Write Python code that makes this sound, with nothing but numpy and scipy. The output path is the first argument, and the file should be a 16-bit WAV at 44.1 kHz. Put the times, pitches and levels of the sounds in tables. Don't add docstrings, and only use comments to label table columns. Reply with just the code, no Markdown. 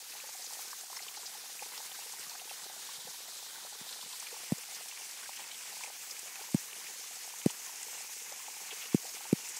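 import sys
import numpy as np
from scipy import signal
from scipy.io import wavfile
from scipy.ndimage import uniform_filter1d

SR = 44100
rng = np.random.default_rng(int(sys.argv[2]) if len(sys.argv) > 2 else 0)


def log_audio(samples):
    frames = np.atleast_2d(samples).T
    limited = np.clip(frames, -1, 1)
    pcm = np.round(limited * 32767).astype(np.int16)
    wavfile.write(sys.argv[1], SR, pcm)


def boost(x):
    u = np.asarray(x, float) / 20
    return 10 ** u


N = 422919
STEP = 40


def rms_one(x):
    return x / np.sqrt(np.mean(x ** 2) + 1e-20)


def drift(rate):
    r = np.exp(-2 * np.pi * rate * STEP / SR)
    noise = rng.standard_normal(N // STEP + 2002)
    settled = signal.lfilter([1], [1, -2 * r, r * r], noise)[2000:]
    return rms_one(settled)


def band_pass(x, edges):
    return signal.sosfilt(signal.butter(2, edges, "band", fs=SR, output="sos"), x)


def ring(clicks, hz, t60):
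    r, w = boost(-60 / (t60 * SR)), 2 * np.pi * hz / SR
    return signal.lfilter([0, np.sin(w)], [1, -2 * r * np.cos(w), r * r], clicks + 1e-18)


def add(out, s, sound):
    i = round(s * SR)
    out[i:i + len(sound)] += sound[:N - i]


def swell(rise_s):
    t = np.arange(round(9 * rise_s * SR)) / SR
    return t, t / rise_s * np.exp(1 - t / rise_s)


def spray(low_surge_db, high_surge_db, own_db, grain_db):
    # t/s, turn (-1 away to 1 towards the stream), tilt (-1 down to 1 up), flow/dB
    hand_and_flow = [(0, -0.28, -0.42, -0.8), (.45, 0.085, -.5, 0.3), (1.1, -0.064, -0.41, -.4),
                     (1.4, -0.34, -.5, 0), (1.6, 0.016, -0.24, 1.2), (2.3, 0.15, 0.2, 0.1),
                     (2.7, -0.57, .1, 0), (3.05, -0.76, 0, 1), (3.6, -0.77, 0, 0), (3.95, -0.9, 0.023, 0.5),
                     (4.25, 0.46, 0.84, 1), (5.5, 0.66, 1, 0.1), (6.1, 0.62, 0, 0), (7.3, 0.66, 0, .3),
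                     (8, 0.94, -0.086, 0.6), (8.95, .8, 0, 0.5), (9.15, 0.47, 0, 0.5), (9.59, 1, 0, 1)]
    # f/Hz, level/dB
    water_colour = [(60, -3), (100, -9.5), (150, -15), (300, -19), (475, -7.5), (640, -16.5), (770, -5.5),
                    (1270, -5.5), (1960, -1.5), (2850, -2), (4500, 1.5), (6900, 2.5), (12700, -3.5),
                    (15500, -5)]
    # f/Hz, dB per unit of turn, dB per turn squared, dB per unit of tilt
    housing_shade = [(1710, 0, 0.5, 0), (2510, 5, 1.3, 0.9), (3750, -4, 0.5, 0.8), (4900, -0.4, -1, .6),
                     (5700, 1.1, 0.41, -0.5), (6700, 2, 2.2, -2.5), (8300, 0.6, 0.25, 1),
                     (10500, 0.5, -1, -1)]
    spray_db = -45

    shade_hz, *shades = np.transpose(housing_shade)
    times, *controls = np.transpose(hand_and_flow)
    hz_points, db_points = np.transpose(water_colour)
    low_surge = low_surge_db * (0.67 * drift(4.2) + drift(46))
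    high_surge = high_surge_db * (0.99 * drift(8.6) + drift(37))
    together = 0.71 * drift(21)
    grain = boost(grain_db * rng.standard_normal((2, N)))
    white = rng.standard_normal((2, N)) * grain
    slow_t, t = np.arange(len(low_surge)) * STEP / SR, np.arange(N) / SR
    turn, tilt, flow_db = (np.interp(slow_t, times, column) for column in controls)
    out, edges = np.zeros(N), 55 * 2 ** np.arange(0, 8.3, 1 / 4)
    for k, (low, high) in enumerate(zip(edges, edges[1:])):
        centre = np.log(low * high) / 2
        band = band_pass(white[k % 2], [low, high])
        straight, bent, tipped = (np.interp(centre, np.log(shade_hz), column) for column in shades)
        level_db = np.interp(centre, np.log(hz_points), db_points) + flow_db
        level_db = level_db + straight * turn + bent * turn ** 2 + tipped * tilt
        coarse = np.interp(centre, np.log([1200, 4500]), [1, 0])
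        surge_db = coarse * low_surge + (1 - coarse) * high_surge + own_db * drift(15.6) + together
        surge_db *= np.interp(centre, np.log([8000, 13000]), [1, .7])
        out += band * np.interp(t, slow_t, boost(level_db + surge_db))
    return boost(spray_db) * rms_one(out)


def drips(table, cycles, rise, trim_db):
    out = np.zeros(N)
    for (s, db, hz), (length, phase) in zip(table, rng.random((len(table), 2))):
        swell_s = cycles * (0.643 + 0.698 * length) / hz
        t, envelope = swell(swell_s)
        turns = hz * (t + rise * hz * t * t) + phase
        add(out, s - 1.277 * swell_s, boost(db + trim_db) * envelope * np.sin(2 * np.pi * turns))
    return out


def puffs(table, spread, trim_db):
    out = np.zeros(N)
    for s, db, hz, length_ms in table:
        rise_s = np.clip(length_ms - 2.0, 1.5, 20) / 2300
        t, envelope = swell(rise_s)
        noise = band_pass(rng.standard_normal(5000), [hz / spread, min(hz * spread, 15000)])
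        add(out, s - 1.2 * rise_s, boost(db + trim_db) * envelope * rms_one(noise)[-len(t):])
    return out


def strays(table, later_db):
    spread_s, stray_db, spread_db, pitch_spread = .07, -50.5, 2.5, 0.086
    out = []
    for (s, _, hz, *rest), (a, b, c) in zip(table, rng.standard_normal((len(table), 3))):
        stray_s = np.clip(s + spread_s * a + .02 * np.sign(a), .05, N / SR - .02)
        out.append((stray_s, stray_db + later_db + spread_db * b, hz * np.exp(pitch_spread * c), *rest))
    return out


def around(table, hz):
    chance = rng.standard_normal(len(table))
    return [(s, db, hz * np.exp(0.076 * c)) for (s, db), c in zip(table, chance)]


def hollow_drips():
    # t/s, peak level/dB, f/Hz
    wide_drips = [(.293, -43, 830), (.399, -49, 745), (.527, -43, 830), (0.593, -42.5, 825),
                  (1.005, -44.5, 830), (1.174, -41, 840), (1.626, -38, 820), (1.991, -42.5, 830),
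                  (2.139, -45.5, 830), (2.354, -42.5, 760), (2.514, -41.5, 790), (2.667, -46, 806),
                  (2.7, -44.5, 810), (3.078, -44.5, 770), (3.652, -44.5, 780), (3.728, -48, 820),
                  (4.367, -43.5, 860), (4.434, -45, 730), (4.811, -47, 730), (5.294, -40.5, 850),
                  (5.845, -42, 880), (5.877, -41.5, 790), (5.902, -43, 810), (6.417, -44, 870),
                  (7.953, -43, 830), (8.326, -41.5, 804), (8.484, -42, 830), (8.569, -46.5, 830),
                  (9.21, -47.5, 804), (9.255, -42, 870)]
    # t/s, peak level/dB, f/Hz
    crack_drips = [(.244, -46, 870), (0.732, -37, 1110), (.931, -41.5, 990), (.972, -44.5, 1030),
                   (1.234, -47, 960), (1.779, -47, 865), (2.267, -48, 1130), (2.477, -45, 910),
                   (2.738, -47, 840), (2.892, -46.5, 1080), (3.112, -51, 920), (3.752, -48, 1080),
                   (4.029, -45, 980), (4.136, -44, 1000), (4.228, -44, 950), (4.688, -48, 810),
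                   (4.926, -44.5, 990), (5.81, -40, 980), (6.441, -45, 980), (6.49, -47, 880),
                   (7.247, -51, 860), (7.34, -44.5, 920), (7.503, -41.5, 910), (7.671, -49, 1050),
                   (7.885, -47, 880), (8.403, -48, 1020), (8.693, -48, 1140), (8.931, -47, 1100)]
    # t/s, peak level/dB
    soft_drips = [(.025, -51), (.154, -49), (.351, -45), (.445, -49), (.509, -48.5), (.553, -47),
                  (.903, -46), (1.097, -51), (1.355, -48), (1.665, -46), (1.738, -49), (1.805, -46),
                  (2.069, -51), (2.318, -46.5), (2.419, -47), (2.792, -50), (3.584, -44.5), (4.343, -47),
                  (5.396, -45), (5.727, -47), (5.77, -44.5), (5.834, -45), (6.395, -46), (7.696, -46),
                  (7.979, -47), (8.009, -49), (8.605, -48), (8.637, -49), (9.055, -45), (9.572, -47.5)]
    # t/s, peak level/dB
    deep_drips = [(.24, -50), (.394, -55), (1.624, -49.5), (2.063, -54), (2.512, -51), (2.664, -52),
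                  (3.074, -48.5), (3.649, -53), (4.33, -45.5), (4.585, -54), (5.884, -54), (6.411, -51),
                  (7.869, -53.5), (8.321, -48), (8.73, -47), (9.047, -50)]
    wide_hz, deep_hz = 830, 481

    landing = wide_drips + crack_drips + around(soft_drips, wide_hz)
    deep = around(deep_drips, deep_hz)
    deep += [(s - .003, db - 21, deep_hz) for s, db, _ in wide_drips]
    out = drips(landing + strays(crack_drips, -4.0), 1.61, 0.00084, 0.28)
    out += drips(deep, 1.27, 0.0026, 0.89)
    return out + puffs([(*row, 8.0) for row in landing], 1.46, -10.5)


def puddle_bubbles():
    # t/s, peak level/dB, f/Hz
    small_bubbles = [(.203, -41, 2580), (.731, -44, 1490), (.994, -42, 2020), (1.084, -36.5, 3040),
                     (1.149, -45, 2200), (1.594, -42, 2370), (1.918, -42, 3040), (2.355, -40.5, 1520),
                     (2.398, -42, 2660), (2.496, -40.5, 2640), (4.047, -41.5, 2640), (4.268, -38, 2400),
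                     (4.635, -42.5, 2450), (4.914, -40, 2670), (4.976, -44, 2360), (5.26, -43.5, 1560),
                     (5.333, -42, 2270), (5.374, -38.5, 2580), (5.516, -38, 3040), (5.838, -36, 2450),
                     (6.168, -42, 2400), (6.358, -41, 2550), (6.731, -43, 2650), (6.869, -41.5, 2380),
                     (7.417, -43.5, 2450), (7.497, -38, 2860), (8.501, -44, 2690), (8.857, -40, 2750),
                     (8.921, -45, 2270), (9.312, -42, 2350)]
    # t/s, peak level/dB, f/Hz
    plinks = [
        (.971, -39, 5300),
        (1.268, -48, 4700),
        (1.779, -41, 5250),
        (3.928, -55, 3900),
        (6.112, -43, 4900),
        (9.094, -45, 5060),
    ]
    bubbles = small_bubbles + strays(small_bubbles, 3.7)
    out = drips(bubbles, 5.51, 0.00093, -5.5) + drips(plinks, 12.0, 0.00054, 0.5)
    return out + puffs([(*row, 7.0) for row in bubbles], 1.24, -5)


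def stone_splashes():
    # t/s, peak level/dB, centre f/Hz, length/ms
    bursts = [(.368, -42, 6600, 4.1), (.445, -41, 6630, 6.1), (.465, -41.5, 5100, 8.4),
              (.535, -34.5, 6140, 3.9), (.811, -39, 6990, 4.7), (1.027, -43.5, 4870, 13),
              (1.265, -40.5, 5030, 25), (1.779, -38, 5060, 4.7), (2.198, -44, 6730, 10.5),
              (2.297, -38, 5080, 5.5), (2.354, -43, 4930, 7.2), (3.928, -42, 3890, 11),
              (4.129, -43, 4170, 11), (4.201, -38, 7150, 10), (4.583, -39, 6560, 7.1),
              (4.749, -43, 5300, 9), (5.112, -39, 6700, 4.5), (5.364, -42, 6480, 6.2),
              (5.839, -41, 6430, 12.4), (6.112, -39, 5800, 8.3), (6.357, -38, 5850, 3.8),
              (7.073, -39, 6700, 4.7), (7.159, -38, 6490, 4.4), (7.387, -41, 7690, 7.2),
              (7.509, -37, 7000, 9.7), (7.831, -36, 7220, 6.4), (8.362, -41, 6320, 5.5),
              (8.82, -44, 2700, 40), (9.094, -38, 6470, 4.9), (9.571, -38.5, 6910, 16)]
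    return puffs(bursts + strays(bursts, 6.6), 1.275, -1.4)


def pushes(table):
    cushion_hz = 1500
    out = np.zeros(N)
    for s, push_db, contact_ms, front in table:
        share = np.linspace(0, 1, round(contact_ms * SR / 1000))
        add(out, s, boost(push_db) * np.sin(np.pi * share ** front) ** 1.55)
    softened = signal.sosfilt(signal.butter(2, cushion_hz, fs=SR, output="sos"), out + 1e-18)
    return np.roll(softened, -round(SR / (4 * cushion_hz)))


def ticks(blows):
    # f/Hz, level/dB, swell/cycles
    grille_modes = [(8300, 1, 2.1), (10500, -1.5, 1.3), (2400, -6.5, 0.86)]
    tick_db = [-32, -30, -25, -28.5, -27]
    knock_db = [-34, -33, -26, -42, -40]
    out, clicks = np.zeros(N), np.zeros(N)
    times = [s for s, *_ in blows]
    for hz, mode_db, cycles in grille_modes:
        out += drips([(s + 0.0004, db, hz) for s, db in zip(times, tick_db)], cycles, 0, mode_db)
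    clicks[[round(s * SR) for s in times]] = boost(knock_db)
    out += puffs([(s + 0.0011, db, 4500, 3.5) for s, db in zip(times, tick_db)], 2.7, -10)
    return out + ring(clicks, 552, 0.017)


def housing_blows():
    # t/s, push level/dB, contact/ms, front shape (under 1 steep)
    thumps = [
        (4.5212, -13.8, 4.07, .63),
        (6.5454, -10.2, 3.81, .84),
        (7.4603, -8.6, 2.85, 1.38),
        (8.9456, -8.7, 2.89, .93),
        (9.3279, -8.8, 2.68, 1.06),
    ]
    # t/s, push level/dB, contact/ms, front shape (under 1 steep)
    bumps = [(2.192, -47, 10.5, 1), (2.268, -53, 4.4, 0.81), (2.41, -58, 8.0, 1), (2.625, -54, 6.0, 1),
             (2.98, -48, 7, 0.81), (3.049, -48, 5.0, 0.86), (3.082, -50, 5.0, 0.87),
             (3.812, -41.5, 3.6, 0.63), (4.035, -53, 4, 1), (4.058, -50, 5.1, 1), (5.775, -58, 8.0, 0.92)]
    return boost(0.9) * pushes(thumps + bumps) + ticks(thumps)


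def patter(per_s, low_hz, high_hz, cycles, level_db):
    sizes = boost(4.2 * np.minimum(rng.exponential(1, N), 3)) * rng.choice([-1, 1], N)
    born = rng.random(N) < per_s / SR
    dealt = rng.integers(0, 8, N)
    rings = np.zeros(N)
    for k, hz in enumerate(np.geomspace(low_hz, high_hz, 8)):
        struck = ring(sizes * born * (dealt == k), hz, cycles / hz)
        rings += ring(struck, hz, cycles / hz)
    return boost(level_db) * rms_one(rings)


def scene():
    water = spray(low_surge_db=1.92, high_surge_db=.5, own_db=1.15, grain_db=2.5)
    water += hollow_drips() + puddle_bubbles() + stone_splashes()
    blows = housing_blows()
    water += patter(140, 733, 1120, 8.5, -64.0)
    water += patter(40, 430, 560, 6.0, -73.0)
    water += patter(300, 1485, 6100, 8.2, -67.5)
    return np.tile(water + blows, (2, 1))


def low_cut(x):
    # corner f/Hz, resonance Q
    sections = [(163, 1.28), (168, .83)]
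    for hz, q in sections:
        w = 2 * np.pi * hz / SR
        a, c = np.sin(w) / (2 * q), np.cos(w)
        x = signal.lfilter(np.array([1, -2, 1]) * (1 + c) / 2, [1 + a, -2 * c, 1 - a], x + 1e-18)
    return x


def dropouts(x, depth_db):
    hz, t, cells = signal.stft(x, SR, nperseg=1024, noverlap=512)
    chance = uniform_filter1d(rng.standard_normal(cells.shape[1:]), size=4, axis=0)
    chance = rms_one(uniform_filter1d(chance, size=5, axis=1))
    rarity = np.interp(hz, [8000, 11000, 13500, 15800], [3.0, 1.7, 1.0, .6])
    wander = .2 * drift(1.5)[:len(t) * 12:12]
    lost = chance > rarity[:, None] + wander
    thinned = cells * np.where(lost, boost(depth_db), 1)
    return signal.istft(thinned, SR, nperseg=1024, noverlap=512)[1][:, :N]


def low_pass(x):
    return signal.sosfilt(signal.butter(12, 15850, fs=SR, output="sos"), x)


def record(dry):
    top_cut = signal.ellip(12, .5, 70, 15730, fs=SR, output="sos")
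    mix = signal.sosfilt(top_cut, low_cut(dry))
    mix = dropouts(mix, depth_db=-30)
    return low_pass(mix)


dry = scene()
out = record(dry)
log_audio(out)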